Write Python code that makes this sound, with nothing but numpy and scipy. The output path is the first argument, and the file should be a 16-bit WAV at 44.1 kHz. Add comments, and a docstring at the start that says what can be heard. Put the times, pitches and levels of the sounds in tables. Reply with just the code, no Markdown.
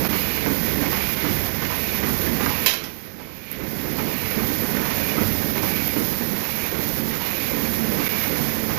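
"""A print workshop, walking a camera microphone along a sheet-fed offset press that runs steadily.
Every turn, cams heave and knock the iron frame, suckers lift a sheet and air jets puff; chains and
gears rattle on over the hum of the drive. One hard steel clack close by makes the camera's gain
control duck and creep back. Only the right channel is live."""
import sys
import numpy as np
from scipy import signal
from scipy.fft import rfft, irfft, next_fast_len
from scipy.io import wavfile
from scipy.ndimage import uniform_filter1d, minimum_filter1d, map_coordinates

SR = 44100
rng = np.random.default_rng(int(sys.argv[2]) if len(sys.argv) > 2 else 0)


def dump_mix(stems):
    """Bounce the given channels to the path in sys.argv[1] as a 16-bit WAV at rate SR."""
    frames = np.atleast_2d(stems).T  # one column per channel
    limited = np.clip(frames, -1, 1)  # hard clip at full scale
    pcm = np.round(limited * 32767).astype(np.int16)
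    wavfile.write(sys.argv[1], SR, pcm)


N = 387198
T = np.arange(N) / SR
TURN_S = .7865  # one turn of the press
SUCK_AT_S, SUCK_LENGTH_S = .125, 0.346  # the suckers' stroke within the turn

# Dull body of the iron frame. Each row: frequency in Hz, relative level in dB.
IRON_SPECTRUM = [(60, -18), (115, -18.5), (148, 0.5), (180, -2.5), (225, -1.5), (300, -2), (400, -6.5),
                 (500, -8), (640, -16), (1200, -23.5), (5000, -63)]
# Bright crash of steel on steel. Each row: frequency in Hz, relative level in dB.
SLAM_SPECTRUM = [(100, -3), (400, 1), (750, -2), (1300, -3.5), (1750, -0.5), (2200, 2.5), (2900, 4.5),
                 (4000, 0), (4700, 2), (5600, 2), (7200, -6.5), (11000, -6.5), (15000, -9)]


def blows():
    """Cams, grippers and lays strike six blows a turn, never quite equally hard; each rings a lever."""
    # Each row: seconds into the turn, thud, clank and tick in dB, lever pitch in Hz, lever in dB.
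    strikes = [(0.048, -30, -32.5, -37.5, 1446, -37.5), (.128, -47, -37.5, -39, 1070, -36),
               (.372, -31.5, -49, -43, 2320, -42), (0.456, -30, -34, -47, 1395, -35.5),
               (0.498, -30, -57, -61, 815, -41), (0.697, -32, -39.5, -52, 1750, -39)]
    # How exposed the blows are along the walk. Each row: time in seconds, gain in dB.
    exposure = [(0, -1), (.9, -4.5), (1.7, -4.5), (2.5, 1.5), (3.2, -4.5), (4, -3), (5.3, -2), (6.5, -8),
                (8.7, -6.5)]
    # Colour of the clank. Each row: frequency in Hz, relative level in dB.
    clank_spectrum = [(150, -19), (400, -8), (650, 0.5), (1100, 5.5), (1500, -8), (2300, 1), (3500, -15),
                      (7000, -42), (15000, -53)]
    thud, clank, tick = noise(IRON_SPECTRUM), noise(clank_spectrum), noise(SLAM_SPECTRUM)
    out = np.zeros(N)
    for at_s, thud_db, clank_db, tick_db, lever_hz, lever_db in strikes:
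        times = each_turn(at_s)
        times = times + rng.normal(0, 0.0024, len(times))
        force_db = np.interp(times, *np.transpose(exposure)) + rng.normal(0, 1.0, len(times))
        envelope = uniform_filter1d(dying(times, force_db, t60=0.25), size=130)
        lever = amp(lever_db) * narrow(lever_hz, width_hz=560)
        out += (amp(thud_db) * thud + amp(clank_db) * clank + amp(tick_db) * tick + lever) * envelope
    return workshop(out, wet_db=-4)


def frame(rumble_db, frame_db, links_per_turn=36):
    """Cams heave: the frame drones, jolted by chain links, the floor rumbles, the drive hums harder."""
    # Two heaves a turn. Each row: seconds into the turn, length in seconds, frame and floor swell in dB.
    heaves = [(0.418, 0.2, 3.5, 3), (0.674, 0.2, 3.5, 0)]
    # Rumble of the floor. Each row: frequency in Hz, relative level in dB.
    floor_spectrum = [(15, -29), (30, -17.5), (47, -6), (70, 1), (100, 4.5), (150, -9.5), (300, -50),
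                      (1000, -77)]
    # Hum of the motor and drive. Each row: frequency in Hz, relative level in dB.
    hum_tones = [(51, -49.5), (98, -45), (120, -50.5), (144.5, -46), (192.5, -44.5), (218, -46.5),
                 (286, -55), (430, -49.5), (526, -52)]
    load_db = shake_db = 0
    for at_s, length_s, frame_swell_db, floor_swell_db in heaves:
        heave = stroke(at_s, length_s, attack_s=0.024, release_s=0.097)
        load_db += heave * frame_swell_db
        shake_db += heave * floor_swell_db
    jolts = 1 + 0.055 * np.cos(2 * np.pi * links_per_turn * T / TURN_S)
    drone = noise(IRON_SPECTRUM) * jolts * amp(frame_db - 8 + load_db + 1.1 * wobble(7.3))
    rumble = noise(floor_spectrum) * amp(rumble_db - 6 + shake_db + 1.8 * wobble(14))
    hum_db = frame_db + 26 + 0.17 * (load_db - load_db.mean())
    return drone + rumble + tones(hum_tones, waver_db=2.0, drift_rad=0.63, rate=6) * amp(hum_db)


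def thumps(attack_s=0.0042, thud_db=-9):
    """Heavier cam thumps set the iron casting ringing, each at its own pitch, over a dull thud."""
    # Each row: start in seconds, level in dB, pitch in Hz, t60 in seconds.
    hits = [(0.461, -24, 295, 0.25), (0.489, -25, 274, 0.4), (0.61, -26, 229, 0.22),
            (0.787, -25.5, 287, 0.38), (1.239, -24, 293.4, .28), (1.299, -27, 192, 0.42),
            (2.469, -25, 270, 0.15), (4.368, -19, 208.5, 0.083), (4.419, -24, 218, 0.12),
            (4.502, -26, 290, 0.11), (4.739, -25, 209.5, 0.25), (5.181, -24, 302, 0.18),
            (5.209, -20, 219, 0.16), (5.437, -21, 225, .11), (5.51, -24, 258.6, .1),
            (5.569, -26.5, 403, 0.19), (5.959, -24.5, 302, 0.28), (6.208, -23, 230, 0.15),
            (6.309, -25, 209, 0.3), (6.789, -21.5, 193, 0.11), (6.994, -26, 228, 0.3),
            (7.077, -26, 221.5, 0.36), (7.533, -28, 288, 0.11), (7.631, -26.5, 226, 0.33),
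            (7.819, -25, 222, 0.34), (8.4, -21, 234, 0.2), (8.479, -24, 231, 0.2), (8.568, -23, 232, 0.17)]
    # Modes of the casting. Each row: multiple of the pitch, relative level in dB.
    modes = [(0.66, -10.5), (1.001, 0.5), (1.37, -10.5), (1.8, -14.5)]
    t = T[:SR // 2]
    thud, out = noise(IRON_SPECTRUM), np.zeros(N)
    for s, db, hz, t60 in hits:
        ring = sum(amp(mode_db) * np.sin(2 * np.pi * (multiple * hz * t + rng.random()))
                   for multiple, mode_db in modes)
        body = ring + amp(thud_db) * np.roll(thud, -int(s * SR))[:len(t)]
        add(out, s, body * amp(db - 60 * t / t60) * (1 - np.exp(-t / attack_s)))
    return out


def clanks(ring_t60=0.08, crack_t60=0.012, spread_octaves=.6):
    """A gripper or lever strikes home hard: a crack, then its note amid a cluster of nearby modes."""
    # Each row: start in seconds, level in dB, pitch in Hz.
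    hits = [(0.048, -26, 693), (0.131, -31, 1480), (.372, -31, 2110), (0.461, -26, 710), (0.835, -29, 760),
            (0.857, -28.5, 2210), (0.917, -29, 1953), (0.929, -27.5, 1095), (1.247, -32, 2090),
            (1.621, -29, 1510), (1.649, -28.5, 2170), (1.703, -30.5, 1022), (1.714, -29.5, 1050),
            (2.035, -30, 1990), (2.43, -33, 1620), (2.461, -22.5, 1597), (3.196, -36, 691),
            (3.981, -30, 705), (4.311, -28, 1975), (4.764, -31, 2210), (5.094, -30, 2400),
            (5.115, -28, 600), (5.182, -34, 1144), (5.58, -29.5, 2230), (5.632, -28, 960),
            (7.216, -35, 2410), (8.064, -28.5, 2255), (8.238, -28, 2207), (8.698, -32, 700)]
    t = T[:SR // 4]
    crash, out = noise(SLAM_SPECTRUM), np.zeros(N)
    for s, db, hz in hits:
        modes_hz = hz * 2 ** (spread_octaves * rng.standard_normal((24, 1)))
        cluster = unit(np.sin(2 * np.pi * (modes_hz * t + rng.random((24, 1)))).sum(0))
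        ring = (amp(-6) * np.sin(2 * np.pi * hz * t) + amp(-3) * cluster) * amp(-60 * t / ring_t60)
        crack = np.roll(crash, -int(s * SR))[:len(t)] * amp(-2 - 60 * t / crack_t60)
        add(out, s, amp(db) * (ring + crack))
    return workshop(out, wet_db=-7)


def clack(crack_db=-2, ring_db=-17):
    """A steel part slams home close to the microphone: a crack, a dense crash and ringing levers."""
    # The slam and its bounces. Each row: start in seconds, level in dB.
    bounces = [(2.661, -3.5), (2.667, -6.5), (2.683, -14), (2.696, -16.5), (2.737, -14), (2.839, -21)]
    times, db = np.transpose(bounces)
    envelope = np.hypot(dying(times, db, t60=0.046), dying(times, db + crack_db, t60=0.013))
    crash = noise(SLAM_SPECTRUM) * uniform_filter1d(envelope, size=12)
    ring = convolve(crash, steel_ring())
    return workshop(crash, wet_db=0.5) + amp(ring_db) * np.std(crash) * unit(ring)


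def rattle(rattle_db, contacts_per_s=900, ring_db=-23):
    """Countless small contacts of gears, chains and rollers, bunched by the teeth of the feed drive."""
    # Each row: frequency in Hz, relative level in dB.
    spectrum = [(200, -18.5), (500, 1), (850, 2), (1250, -1), (1900, 1.5), (2250, 1), (3000, -8),
                (4800, -11), (6500, -8.5), (10000, -28), (15000, -15)]
    when, strength = rng.random((int(contacts_per_s * N / SR), 2)).T
    contact_db = np.minimum(-np.log(1 - strength), 4)
    contacts = unit(dying(when * N / SR, contact_db, t60=0.066) * rng.standard_normal(N))
    teeth = np.cos(2 * np.pi * 12 * T / TURN_S) + np.cos(2 * np.pi * 19 * T / TURN_S)
    scrape = contacts * amp(0.13 * teeth)
    ring = amp(ring_db) * unit(convolve(scrape, steel_ring()))
    return amp(rattle_db - 1.5) * (unit(colour(scrape, spectrum)) + ring)


def suckers(suction_db, whistle_s=.42, top_hz=2403, top_s=.13, arch_hz_per_s2=5500):
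    """Hollow sucker stems hiss; once a turn their hoarse note rises, then sinks as the sheet chokes it."""
    # Hiss of the stems. Each row: frequency in Hz, relative level in dB.
    spectrum = [(600, -21), (1400, -9), (1900, 1), (2350, 0.5), (2650, -3), (3100, -6), (4500, -9.5),
                (7000, -36), (15000, -49)]
    opening = stroke(SUCK_AT_S, SUCK_LENGTH_S, attack_s=0.041, release_s=0.013)
    hiss = noise(spectrum) * amp(2.0 * opening + 1.7 * wobble(25))
    age = np.minimum((T - SUCK_AT_S) % TURN_S, whistle_s)
    swell = np.sqrt(np.abs(np.sin(np.pi * age / whistle_s)))
    whistle = narrow(top_hz - arch_hz_per_s2 * (age - top_s) ** 2, width_hz=380) * swell
    return amp(suction_db - 6) * (hiss + whistle)


def jets(air_db, idle_db=-7):
    """Air jets fizz, fluttered by the paper, and puff twice a turn to part the sheets."""
    # Each row: seconds into the turn, length in seconds, swell in dB.
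    puffs = [(0.123, 0.25, 1.5), (0.468, 0.19, 2)]
    # Fizz of the air. Each row: frequency in Hz, relative level in dB.
    spectrum = [(1000, -18), (3000, -3), (5000, 0.5), (7000, -5), (10000, 1), (15000, 1)]
    puff_db = sum(db * stroke(s, length, attack_s=0.046, release_s=0.087) for s, length, db in puffs)
    return noise(spectrum) * amp(air_db + idle_db + puff_db + 0.94 * wobble(50) + 0.49 * wobble(300))


def snaps(scatter_db=3.0):
    """The sheet snaps taut twice a turn, never twice alike; now and then it catches and snaps harder."""
    # Each row: seconds into the turn, level in dB.
    turn_snaps = [(0.373, -34), (.693, -37)]
    # Each row: start in seconds, level in dB.
    catches = [(3.515, -20), (3.528, -23), (5.876, -27)]
    # Bright crack of paper. Each row: frequency in Hz, relative level in dB.
    spectrum = [(1000, -17), (4000, -15), (8000, -11), (11700, 8), (15000, 3)]
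    regular = [(s, db + rng.normal(0, scatter_db)) for at_s, db in turn_snaps for s in each_turn(at_s)]
    times, db = np.transpose(regular + list(catches))
    return noise(spectrum) * dying(times, db, t60=0.016)


def groan(frame_db, at_s=.415, length_s=.1, start_hz=523.5, sag_hz_per_s=2000):
    """Once a turn the main cam groans hoarsely as it takes the load, sinking in pitch."""
    age = np.minimum((T - at_s) % TURN_S, length_s)
    swell = stroke(at_s, length_s, attack_s=0.017, release_s=0.01)
    return narrow(start_hz - sag_hz_per_s * age, width_hz=240) * swell * amp(frame_db - 9)


def rasp(suction_db):
    """The edge of the sheet flutters and hisses in the air stream while the suckers are open."""
    # Each row: time in seconds, level in dB relative to the suction.
    levels = [(0.25, -7.5), (1.1, -13), (2.6, -11), (4.2, -12), (5.0, -10), (5.8, -12), (6.5, -11),
              (7.35, -10), (8.2, -9.5)]
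    rasp_db, = curves(levels)
    opening = stroke(SUCK_AT_S, SUCK_LENGTH_S - .06, attack_s=0.018, release_s=0.034)
    paper = narrow(hz=2780, width_hz=520) + amp(-4) * narrow(hz=4000, width_hz=1700)
    return paper * opening * amp(suction_db + rasp_db + 0.5 * wobble(90))


def squeals(arch_hz_per_s2=6000, top_s=.09, attack_s=0.044, release_s=.008, flutter_db=1.0):
    """Some sheets squeal on the suckers: a hoarse arch of pitch that stops dead as they tear free."""
    # Each row: start in seconds, length in seconds, top pitch in Hz, level in dB.
    sheets = [(0.968, .15, 2400, -45), (4.877, .25, 2450, -43), (5.662, 0.22, 2300, -42),
              (6.531, 0.136, 2350, -42.5), (8.023, 0.25, 2290, -40)]
    out = np.zeros(N)
    for s, length, hz, db in sheets:
        age = np.clip(T - s, 0, length)
        envelope = np.clip(np.minimum(age / attack_s, (length - age) / release_s), 0, 1)
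        note = narrow(hz - arch_hz_per_s2 * (age - top_s) ** 2, width_hz=220)
        out += note * envelope * amp(db)
    return out * amp(flutter_db * wobble(120))


def boom(hz=221.8):
    """The drive keeps one narrow resonance of the frame droning, half tone and half hollow noise."""
    # The boom along the walk. Each row: time in seconds, level in dB.
    levels = [(0, -51), (2.6, -42), (3.3, -51), (4.6, -39), (5.4, -41.5), (6.0, -41), (6.6, -48),
              (7.3, -48), (7.8, -33.5), (8.15, -49), (8.7, -36.5)]
    boom_db, = curves(levels)
    tone = tones([(hz, -3)], waver_db=0.5, drift_rad=0.6, rate=20)
    hollow = amp(-4) * narrow(hz, width_hz=60)
    return (tone + hollow) * amp(boom_db)


def pump(hz=70):
    """The air pump throbs on one low, unsteady note, strongest beside the feeder."""
    # The pump along the walk. Each row: time in seconds, level in dB.
    levels = [(0, -45), (.6, -39), (1.25, -47), (1.7, -44.5), (2.4, -42.5), (3.2, -56), (8, -52),
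              (8.7, -45)]
    pump_db, = curves(levels)
    return tones([(hz, 0)], waver_db=1.0, drift_rad=.8, rate=12) * amp(pump_db)


def whine():
    """Gears and bearings whine thinly behind the rest."""
    # Each row: frequency in Hz, level in dB.
    gear_tones = [(1290, -64), (1522, -56.5), (1841, -55), (2030, -59.5), (3576, -75), (4935, -59.5),
                  (5168, -62), (5787, -62)]
    # How exposed the whine is along the walk. Each row: time in seconds, gain in dB.
    exposure = [(0, 2.5), (2.4, 1), (3.1, 2), (3.9, 1), (5.5, 3.5), (6.8, -5.5), (7.6, 1.5), (8.7, 2)]
    exposure_db, = curves(exposure)
    return tones(gear_tones, waver_db=2.0, drift_rad=1.54, rate=24) * amp(1.5 + exposure_db)


def steel_ring():
    """Answer of the steel shafts and levers to one blow, energy 1, each mode at a new strength."""
    # Each row: frequency in Hz, relative level in dB, t60 in seconds.
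    modes = [(1300, -10, .14), (1620, -7, .14), (2080, -9, .14), (2500, 4, .14), (2860, -11, 0.08),
             (3160, 4, 0.07), (3630, -1, 0.06), (4060, -2, .08), (4480, -5, .07), (5100, -11, .08),
             (5792, -4, .08)]
    t = T[:SR // 2]
    ring = sum(amp(db + rng.normal(0, 1) - 60 * t / t60) * np.sin(2 * np.pi * (hz * t + rng.random()))
               for hz, db, t60 in modes)
    return ring / np.linalg.norm(ring)


def workshop(x, wet_db):
    """x plus the room's tail, whose treble dies first."""
    # Each row: frequency in Hz, t60 in seconds.
    decay_times = [(150, 0.41), (1000, 0.49), (4000, 0.36), (12000, 0.31)]
    hz, t, bands = signal.stft(rng.standard_normal(SR), SR, nperseg=256)
    tail = signal.istft(bands * amp(-60 * t / along(decay_times, hz)[:, None]), SR, nperseg=256)[1]
    return x + amp(wet_db) * convolve(x, tail / np.linalg.norm(tail))


def amp(db):
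    """Decibels to gain."""
    return 10 ** (np.asarray(db) / 20)


def unit(x):
    """Scaled to rms 1."""
    return x / np.sqrt(np.mean(x ** 2) + 1e-20)


def along(points, hz):
    """(Hz, value) points read on a log axis."""
    points_hz, values = np.transpose(points)
    return np.interp(np.log(hz + 1), np.log(points_hz + 1), values)


def curves(rows):
    """One value per sample for each column after the time."""
    times, *columns = np.transpose(rows)
    return [np.interp(T, times, column) for column in columns]


def wobble(rate):
    """A smooth random curve, rate knots a second."""
    knots = rng.standard_normal(int(N * rate / SR) + 4)
    steps = np.linspace(0, len(knots) - 1, 6 * len(knots))
    return np.interp(T * rate, steps, map_coordinates(knots, [steps]))


def colour(x, points):
    """Causal filter with the given (Hz, dB) gains."""
    m = 2 * next_fast_len(len(x) // 2 + 4096)
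    cepstrum = irfft(np.log(amp(along(points, np.fft.rfftfreq(m, 1 / SR)))), m)
    cepstrum[1:m // 2] *= 2  # folded for minimum phase
    cepstrum[m // 2 + 1:] = 0
    return irfft(rfft(x, m) * np.exp(rfft(cepstrum)), m)[:len(x)]


def noise(points):
    """Noise of rms 1, coloured by (Hz, dB) points."""
    m = next_fast_len(N)
    gains = amp(along(points, np.fft.rfftfreq(m, 1 / SR)))
    return unit(irfft(rfft(rng.standard_normal(m)) * gains, m)[:N])


def narrow(hz, width_hz):
    """Noise of rms 1 in a resonance whose pitch may move."""
    phase = 2 * np.pi * np.cumsum(np.broadcast_to(hz, N)) / SR
    return unit(wobble(width_hz) * np.cos(phase) + wobble(width_hz) * np.sin(phase))


def tones(lines, waver_db, drift_rad, rate):
    """Running (Hz, dB) tones that waver in level and phase."""
    return np.sqrt(2) * sum(
        amp(db + waver_db * wobble(5)) * np.sin(2 * np.pi * hz * T + drift_rad * wobble(rate))
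        for hz, db in lines)


def each_turn(at_s):
    """The times at which one point of the turn comes round."""
    return np.arange(int(N / SR / TURN_S) + 1) * TURN_S + at_s


def stroke(at_s, length_s, attack_s, release_s):
    """An envelope from 0 to 1 that opens, holds and closes once every turn."""
    age = (T - at_s) % TURN_S
    return np.clip(np.minimum(age / attack_s, 1 + (length_s - age) / release_s), 0, 1)


def dying(times, db, t60):
    """Envelope of blows that start at their levels and die away; their powers add."""
    at = np.round(times * SR).astype(int)
    inside = (at >= 0) & (at < N)
    powers = np.bincount(at[inside], amp(db)[inside] ** 2, N)
    decay = amp(-60 / (t60 * SR)) ** 2
    return np.sqrt(signal.lfilter([1], [1, -decay], powers + 1e-20))


def convolve(x, tail):
    """x sounding through an impulse response."""
    return signal.fftconvolve(x, tail)[:N]


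def add(track, s, sound):
    """Mixes a sound into the track at s seconds."""
    part = track[round(s * SR):][:len(sound)]
    part += sound[:len(part)]


def gain_control(x, limit_db=-12.0, hold_s=0.79, release_s=0.36):
    """A loud sound pulls the camera's gain down at once; it is held, then creeps back."""
    level_db = 10 * np.log10(np.abs(uniform_filter1d(x ** 2, size=256)) + 1e-12)
    hold = 2 * int(hold_s * SR / 2) + 1
    cut_db = -minimum_filter1d(np.minimum(limit_db - level_db, 0), hold, origin=hold // 2)
    fade = np.exp(-T / release_s)
    cut_db = np.maximum.accumulate(cut_db / fade) * fade
    return x * amp(-uniform_filter1d(cut_db, size=64))


def scene():
    """The whole press as it reaches the microphone on the walk."""
    # Each row: time in seconds, then gains in dB for floor rumble, frame, rattle, suction and air.
    walk = [(0.03, -39, -24.5, -34, -32.5, -26.5), (0.5, -36, -28.5, -34, -37.5, -28),
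            (0.8, -37, -27.5, -34.5, -32, -27.5), (1.0, -34, -27.5, -33.5, -34.5, -27),
            (1.6, -37, -28.5, -35.5, -34.5, -30), (2.1, -38, -28.5, -34.5, -36.5, -28),
            (2.48, -30.5, -26, -33.5, -34, -27), (2.95, -40, -29.5, -38.5, -36.5, -32),
            (3.3, -38, -28.5, -39.5, -37.5, -34), (3.9, -33, -24, -35.5, -34.5, -29),
            (4.4, -35.5, -28, -36.5, -36, -28), (4.95, -37.5, -25.5, -32, -38.5, -28),
            (5.35, -30, -28.5, -36, -35.5, -27.5), (5.8, -35.5, -27, -34.5, -37.5, -27),
            (6.3, -38.5, -29, -37.5, -38.5, -28.5), (6.6, -38.5, -30, -34, -38.5, -29),
            (7.0, -41, -30.5, -37.5, -38.5, -29.5), (7.28, -40, -28.5, -35.5, -36, -29),
            (7.6, -37.5, -27.5, -35, -37.5, -28.5), (8.2, -40, -27, -33, -36, -26.5),
            (8.45, -42, -27.5, -34.5, -39, -28), (8.7, -32.5, -28, -35, -41, -29)]
    rumble_db, frame_db, rattle_db, suction_db, air_db = curves(walk)
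    # Between two sheets the air valve shuts and the feeder hushes slightly.
    shut = stroke(at_s=0.713, length_s=0.092, attack_s=.03, release_s=.02)
    drive = frame(rumble_db, frame_db) + whine() + groan(frame_db)
    drive += rattle(rattle_db - 1.1 * shut) + boom() + pump()
    feeder = suckers(suction_db - shut) + rasp(suction_db) + squeals() + jets(air_db - 0.12 * shut)
    return np.array([drive + feeder + blows() + thumps() + clanks() + snaps() + clack()])


def record(dry, knee=.44, top_hz=14650):
    """Camera microphone, gain control, rounded peaks, brief dips and band limit; the left is silent."""
    # The microphone has a deep notch and a shrill top. Each row: frequency in Hz, gain in dB.
    response = [(6000, 0.5), (7000, 0), (7600, -6), (8000, -13), (8400, -61), (8900, -17), (9500, -2.5),
                (10600, -1), (12000, 7.5), (14400, 11.5)]
    # The level dips briefly. 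Each row: centre in seconds, half width in seconds, depth in dB.
    dips = [(0.084, 0.0055, 13), (1.159, 0.0067, 6.5), (8.086, 0.0039, 14)]
    x = gain_control(colour(dry[0], response))
    x = x / (1 + (x / knee) ** 6) ** (1 / 6)
    x = x * amp(-sum(db * np.exp(-((T - s) / width) ** 2) for s, width, db in dips))
    m = next_fast_len(N + SR // 10)
    x = irfft(rfft(x, m) * (np.fft.rfftfreq(m, 1 / SR) < top_hz), m)[:N]
    return np.array([np.zeros(N), 2 * x])


dry = scene()
out = record(dry)
dump_mix(out)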